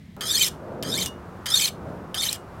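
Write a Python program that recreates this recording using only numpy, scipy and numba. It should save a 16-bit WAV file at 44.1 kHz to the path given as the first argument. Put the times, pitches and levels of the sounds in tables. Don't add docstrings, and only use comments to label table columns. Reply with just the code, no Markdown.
import sys
import numpy as np
from scipy import signal
from scipy.fft import rfft, irfft
from scipy.io import wavfile
from numba import njit

SR = 44100
rng = np.random.default_rng(int(sys.argv[2]) if len(sys.argv) > 2 else 0)


def pcm_store(signal):
    levels = np.round(np.clip(np.atleast_2d(signal), -1, 1) * 32767)
    wavfile.write(sys.argv[1], SR, levels.astype(np.int16).T)


N = 114660
TOP_HZ = 16100

MARKS = [0, .38, .83, 1]
# (frequency at heel [Hz], width [Hz], rasp [dB], squeal [dB])
RISING_MODES = [(1257, 40, -2.5, -5), (3122, 90, 0, -0.5), (4747, 98, 0, -6), (6415, 110, -5.5, 0.5),
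                (8150, 120, -4, -5.5), (9480, 190, -5.5, -18), (11060, 230, -9, -11.5)]
# (frequency at heel [Hz], width [Hz], rasp [dB], squeal [dB], period growth [ratio])
FALLING_MODES = [(4102.5, 65, -7, -6.5, .62), (5466, 40, -8.5, -13, 0.98), (7060, 220, -7, -6.5, 3.316),
                 (11170, 140, -2.5, -6.5, 2.7), (13570, 380, -3, -11, 1.7), (15100, 110, -9, -7.5, .9)]
# (frequency [Hz], width [Hz], gain [dB])
BODY_MODES = [(1290, 130, -10), (1770, 160, -13), (2380, 160, -7), (3150, 150, -1), (3650, 200, 4),
              (4280, 180, 3), (5150, 200, -1), (6150, 260, 0), (7500, 280, 1), (8650, 320, -1),
              (10200, 300, -1), (11600, 300, -2), (13100, 450, -6), (14900, 900, -11)]
# (frequency [Hz], gain [dB])
BYPASS_EQ = [(500, -36), (1200, -4), (2200, 11.5), (3500, 17.5), (8000, 16), (12000, 7), (16000, -12.5)]
# (frequency [Hz], gain [dB])
CONTACT_EQ = [(400, -12), (1200, -1), (2000, 1.5), (2480, 2.5), (2750, -5.5), (3100, -2), (8000, 0.5),
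              (16000, 2.5)]
def stroke(times, forces_db, tip_treble_db):
    attack_s, release_s = .0023, .0042
    chatter_db, chatter_per_s, grit_per_s = 1.02, 219.9, 12000
    rasp_base_db, squeal_base_db, treble_hz = -31.5, -30.5, 6400
    n = SR // 3
    t = times[0] + np.arange(n) / SR
    place = np.interp(t, times, MARKS)
    force = undb(np.interp(t, times, forces_db) + chatter_db * wander(chatter_per_s, n))
    force *= np.minimum((t - times[0]) / attack_s, 1)
    force *= np.exp(-np.maximum(t - times[-1], 0) / release_s)
    grain_sizes = undb(2 * np.minimum(rng.exponential(size=n), 5))
    grit = force * unit(rng.standard_normal(n) * grain_sizes * (rng.random(n) < grit_per_s / SR))
    bite = np.minimum(place / .25, 1)

    def mode(hz, width_hz, rasp_db, squeal_db):
        hz = hz * (1 + .075 * place ** 2 * wander(110, n))
        rasp = undb(rasp_base_db + rasp_db) * band(grit, hz, width_hz) * np.sqrt(SR / np.pi / width_hz)
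        top_fade = np.clip((TOP_HZ - hz) / 1000, 0, 1)
        dropouts = undb(5 * place * np.minimum(2 * wander(140, n), .5))
        tone = bite * force * undb(squeal_base_db + squeal_db) * squeal(hz)
        return top_fade * dropouts * (rasp + tone)

    scrape = grit * undb(-31 + 8.5 * (place - .5))
    shortening = np.maximum(1 - place ** 2, .05)
    rising = sum(mode(hz / shortening, *rest) for hz, *rest in RISING_MODES)
    falling = sum(mode(hz / (1 + growth * place ** 2), *rest) for hz, *rest, growth in FALLING_MODES)
    blade = scrape + shortening ** .22 * rising + bite * falling
    body = bank(blade, BODY_MODES) + undb(-18) * colour(blade, BYPASS_EQ)
    heel_rub = undb(-19.5) * np.exp(-place / .239) * steep_band(grit, hz=1670, width_hz=1360)
    tip_grit = undb(-29) * place ** 3.2 * band(grit, hz=11100, width_hz=7000)
    sound = colour(body, CONTACT_EQ) + heel_rub + tip_grit
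    low = signal.sosfiltfilt(signal.butter(2, treble_hz, fs=SR, output="sos"), sound)
    return low + (sound - low) * undb(tip_treble_db + 6.5 * (place - 1))


def squeal(hz):
    pull, lock_range_hz, flutter_db = .45, 330, 2.5
    body_hz = np.array(BODY_MODES)[:, 0]
    offset_hz = body_hz[np.argmin(np.abs(hz[:, None] - body_hz), axis=1)] - hz
    sung_hz = (hz + pull * offset_hz) * (1 + .012 * wander(698, len(hz)))
    return sine(sung_hz) * undb(flutter_db * wander(170, len(hz))) * bell(offset_hz, lock_range_hz)


# (frequency [Hz], width [Hz], gain [dB])
KNOCK_MODES = [(1250, 80, -14), (1770, 110, -12), (3080, 120, 0), (3300, 150, -1), (3630, 120, -6),
               (4400, 300, -13), (5000, 200, -10), (5800, 150, -15), (6900, 300, -16), (8500, 350, -16),
               (9900, 400, -16), (11200, 500, -23)]
def landing():
    hit = burst(decay_s=.0048)
    return colour(bank(hit, KNOCK_MODES) + undb(-30) * hit, CONTACT_EQ)


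# (frequency [Hz], level [dB], T60 [s])
RING_MODES = [(2872, 0, .2), (3575, -11, .18), (4650, -19, .13), (5798, -12, .14), (6272, -20, .1),
              (7030, -25, .13), (7585, -16, .12)]
def free_ring():
    t = np.arange(SR // 2) / SR
    return sum(undb(db - 60 * t / t60) * np.sin(2 * np.pi * hz * t) for hz, db, t60 in RING_MODES)


# (time at each of the 4 MARKS [s], force at each [dB], treble at tip [dB])
STROKES = [(.209, 0.31, 0.44, 0.48, -6.5, -1.5, -0.5, -1, 1),
           (0.842, 0.93, 1.02, 1.086, -9, -7.5, -4, -15.5, -1),
           (1.458, 1.542, 1.647, 1.6892, -4.5, 1, 2.5, -7.5, -0.96),
           (2.155, 2.2, 2.236, 2.3617, -3.5, -8, -0.5, -17.5, -0.09)]
# (time [s], level [dB])
LANDINGS = [(0.2085, 1), (.219, -3), (0.8259, 0.5), (0.832, -1), (1.4582, 1), (1.4652, 4), (2.144, 0.5),
            (2.149, 0)]
# (time [s], click [dB], ring [dB])
SLIPS = [(.484, -1.5, -6), (1.0598, 3.5, 9.5), (1.686, -18, -9), (2.3284, 6, 0.5)]
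def knife():
    out = np.zeros(N)
    for row in STROKES:
        add(out, stroke(times=row[:4], forces_db=row[4:8], tip_treble_db=row[8]), row[0])
    for at, db in LANDINGS:
        add(out, undb(db - 9.5) * landing(), at)
    for at, click_db, ring_db in SLIPS:
        click = band(burst(decay_s=.0027), hz=6100, width_hz=4670)
        add(out, undb(click_db - 17) * click, at)
        add(out, undb(ring_db - 40.5) * free_ring(), at)
    return out


# (time [s], half length [s], frequency [Hz], glide [Hz/s], level [dB])
SHRIEKS = [(.299, .012, 3500, 4998, -24), (0.357, 0.013, 4280, 3002.5, -19.5),
           (.418, 0.0068, 3140, 0, -13.5), (0.439, 0.00533, 3780, 70004, -19),
           (.448, 0.00313, 5200, 40017, -18.5), (0.932, 0.011, 3760, 8002, -25),
           (1.02, .007, 3950, 60004.5, -23), (1.526, .008, 3520, 5001, -21),
           (1.5442, .005, 3680, 6008.5, -15), (1.574, .005, 4290, 3999, -21),
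           (1.648, 0.0036, 4020, 70004.5, -20.5), (2.2, .018, 3610, 3999.5, -22),
           (2.229, 0.0067, 4400, 4002, -28), (2.269, 0.0057, 3100, 2, -25),
           (2.291, .005, 3900, 79998, -17.5), (1.626, 0.017, 2490, -1, -28), (0.415, 0.0098, 2480, 0, -28)]
def shrieks():
    out, t = np.zeros(N), np.arange(N) / SR
    for at, half_s, hz, hz_per_s, db in SHRIEKS:
        glide_hz = hz_per_s * np.clip(t - at, -2 * half_s, 2 * half_s)
        pitch_hz = (hz + glide_hz) * (1 + .008 * wander(700, N))
        out += undb(db) * bell(t - at, half_s) * sine(pitch_hz)
    return out


def echo(x, level_db=-19.5, t60_s=.2, delay_s=.0054):
    t = np.arange(SR // 2) / SR
    tail = rng.standard_normal(len(t)) * undb(-60 * t / t60_s) * (t > delay_s)
    tail = band(tail, hz=5700, width_hz=18000)
    return undb(level_db) * signal.fftconvolve(x, tail / np.sqrt(np.sum(tail ** 2)))[:N]


# (time [s], half length [s], level [dB])
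WHOOSHES = [(.75, 0.13, -37), (1.93, 0.096, -44.5)]
def whooshes():
    return unit(steep_band(rng.standard_normal(N), hz=546, width_hz=237)) * swell_envelope(WHOOSHES)


# (frequency [Hz], level [dB])
HUM_SPECTRUM = [(20, -21), (90, 3), (230, -0.5), (400, -18.5), (800, -26.5), (1400, -30.5), (2000, -21),
                (2600, -30), (3300, -28.5), (6000, -38), (16000, -46.5)]
OUTDOOR_SPECTRUM = [(20, -24), (45, -15.5), (85, 0.5), (170, -4.5), (300, -8), (600, -8.5), (1300, -10.5),
                    (2000, -23.5), (3200, -32.5), (7000, -39.5), (16000, -45.5)]
SWELL_SPECTRUM = [(40, -21), (100, -5), (170, 1.5), (330, -4), (570, -7), (850, -16), (1500, -22),
                  (3000, -49.5), (16000, -65.5)]
# (time [s], half length [s], level [dB])
SWELLS = [(.35, 0.3, -41.5), (0.928, 0.22, -34), (1.9, 0.23, -37)]
# (frequency [Hz], width [Hz], gain [dB])
RUMBLE_MODES = [(81.2, 16, -25.5), (103.5, 14, -32), (147.6, 11.6, -29), (170.5, 5.4, -26),
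                (181.9, 9.7, -33), (356.7, 16, -28), (486, 16, -35.5)]
def background(rumble_start_s=.166):
    dull_noise = colour(rng.standard_normal(N), [(500, 0), (2000, -14)])
    drone = undb(5) * bank(dull_noise, RUMBLE_MODES)
    bed = undb(-43 + 1.5 * wander(5.788, N)) * noise(OUTDOOR_SPECTRUM)
    swells = swell_envelope(SWELLS) * noise(SWELL_SPECTRUM)
    hum = undb(-45) * noise(HUM_SPECTRUM)
    out = np.where(np.arange(N) / SR < rumble_start_s, hum, bed + swells + drone)
    add(out, undb(-36) * burst(decay_s=.0002), rumble_start_s)
    return out


def undb(db):
    return 10 ** (np.asarray(db) / 20)


def unit(x):
    return x / np.sqrt(np.mean(x ** 2) + 1e-18)


def sine(hz):
    return np.sin(2 * np.pi * np.cumsum(hz) / SR)


def bell(offset, half_width):
    return np.exp(-(offset / half_width) ** 2)


def swell_envelope(rows):
    t = np.arange(N) / SR
    return sum(undb(db) * bell(t - at, half_s) for at, half_s, db in rows)


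@njit
def svf(x, hz, width_hz):
    y, band_state, low_state = np.empty(len(x)), 0., 0.
    for i in range(len(x)):
        g = np.tan(np.pi * min(hz[i], .47 * SR) / SR)
        damping = np.pi * width_hz / SR * (1 + g * g) / g
        v = (band_state + g * (x[i] + 1e-18 - low_state)) / (1 + g * (g + damping))
        band_state = 2 * v - band_state
        low_state += 2 * g * v
        y[i] = damping * v
    return y


def band(x, hz, width_hz):
    return svf(x, hz * np.ones(len(x)), float(width_hz))


def steep_band(x, hz, width_hz):
    return band(band(x, hz, width_hz), hz, width_hz)


def bank(x, modes):
    return sum(undb(db) * band(x, hz, width_hz) for hz, width_hz, db in modes)


def colour(x, points):
    hz, db = np.array(points).T
    bins_hz = np.maximum(np.fft.rfftfreq(len(x), 1 / SR), 1)
    return irfft(rfft(x) * undb(np.interp(np.log(bins_hz), np.log(hz), db)), len(x))


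def noise(points):
    return unit(colour(rng.standard_normal(N), points))


def wander(per_s, n):
    knots = rng.standard_normal(4096)
    return 1.2 * np.interp(np.arange(n) / SR * per_s, np.arange(len(knots)), knots)


def burst(decay_s):
    t = np.arange(SR // 10) / SR
    return rng.standard_normal(len(t)) * np.exp(-t / decay_s)


def add(out, x, at_s):
    i = int(at_s * SR)
    out[i:i + len(x)] += x[:N - i]


def scene():
    steel = knife() + shrieks()
    return (steel + echo(steel) + background() + whooshes())[None]


def record(dry):
    return signal.sosfilt(signal.ellip(10, .2, 80, TOP_HZ, fs=SR, output="sos"), dry)


dry = scene()
out = record(dry)
pcm_store(out)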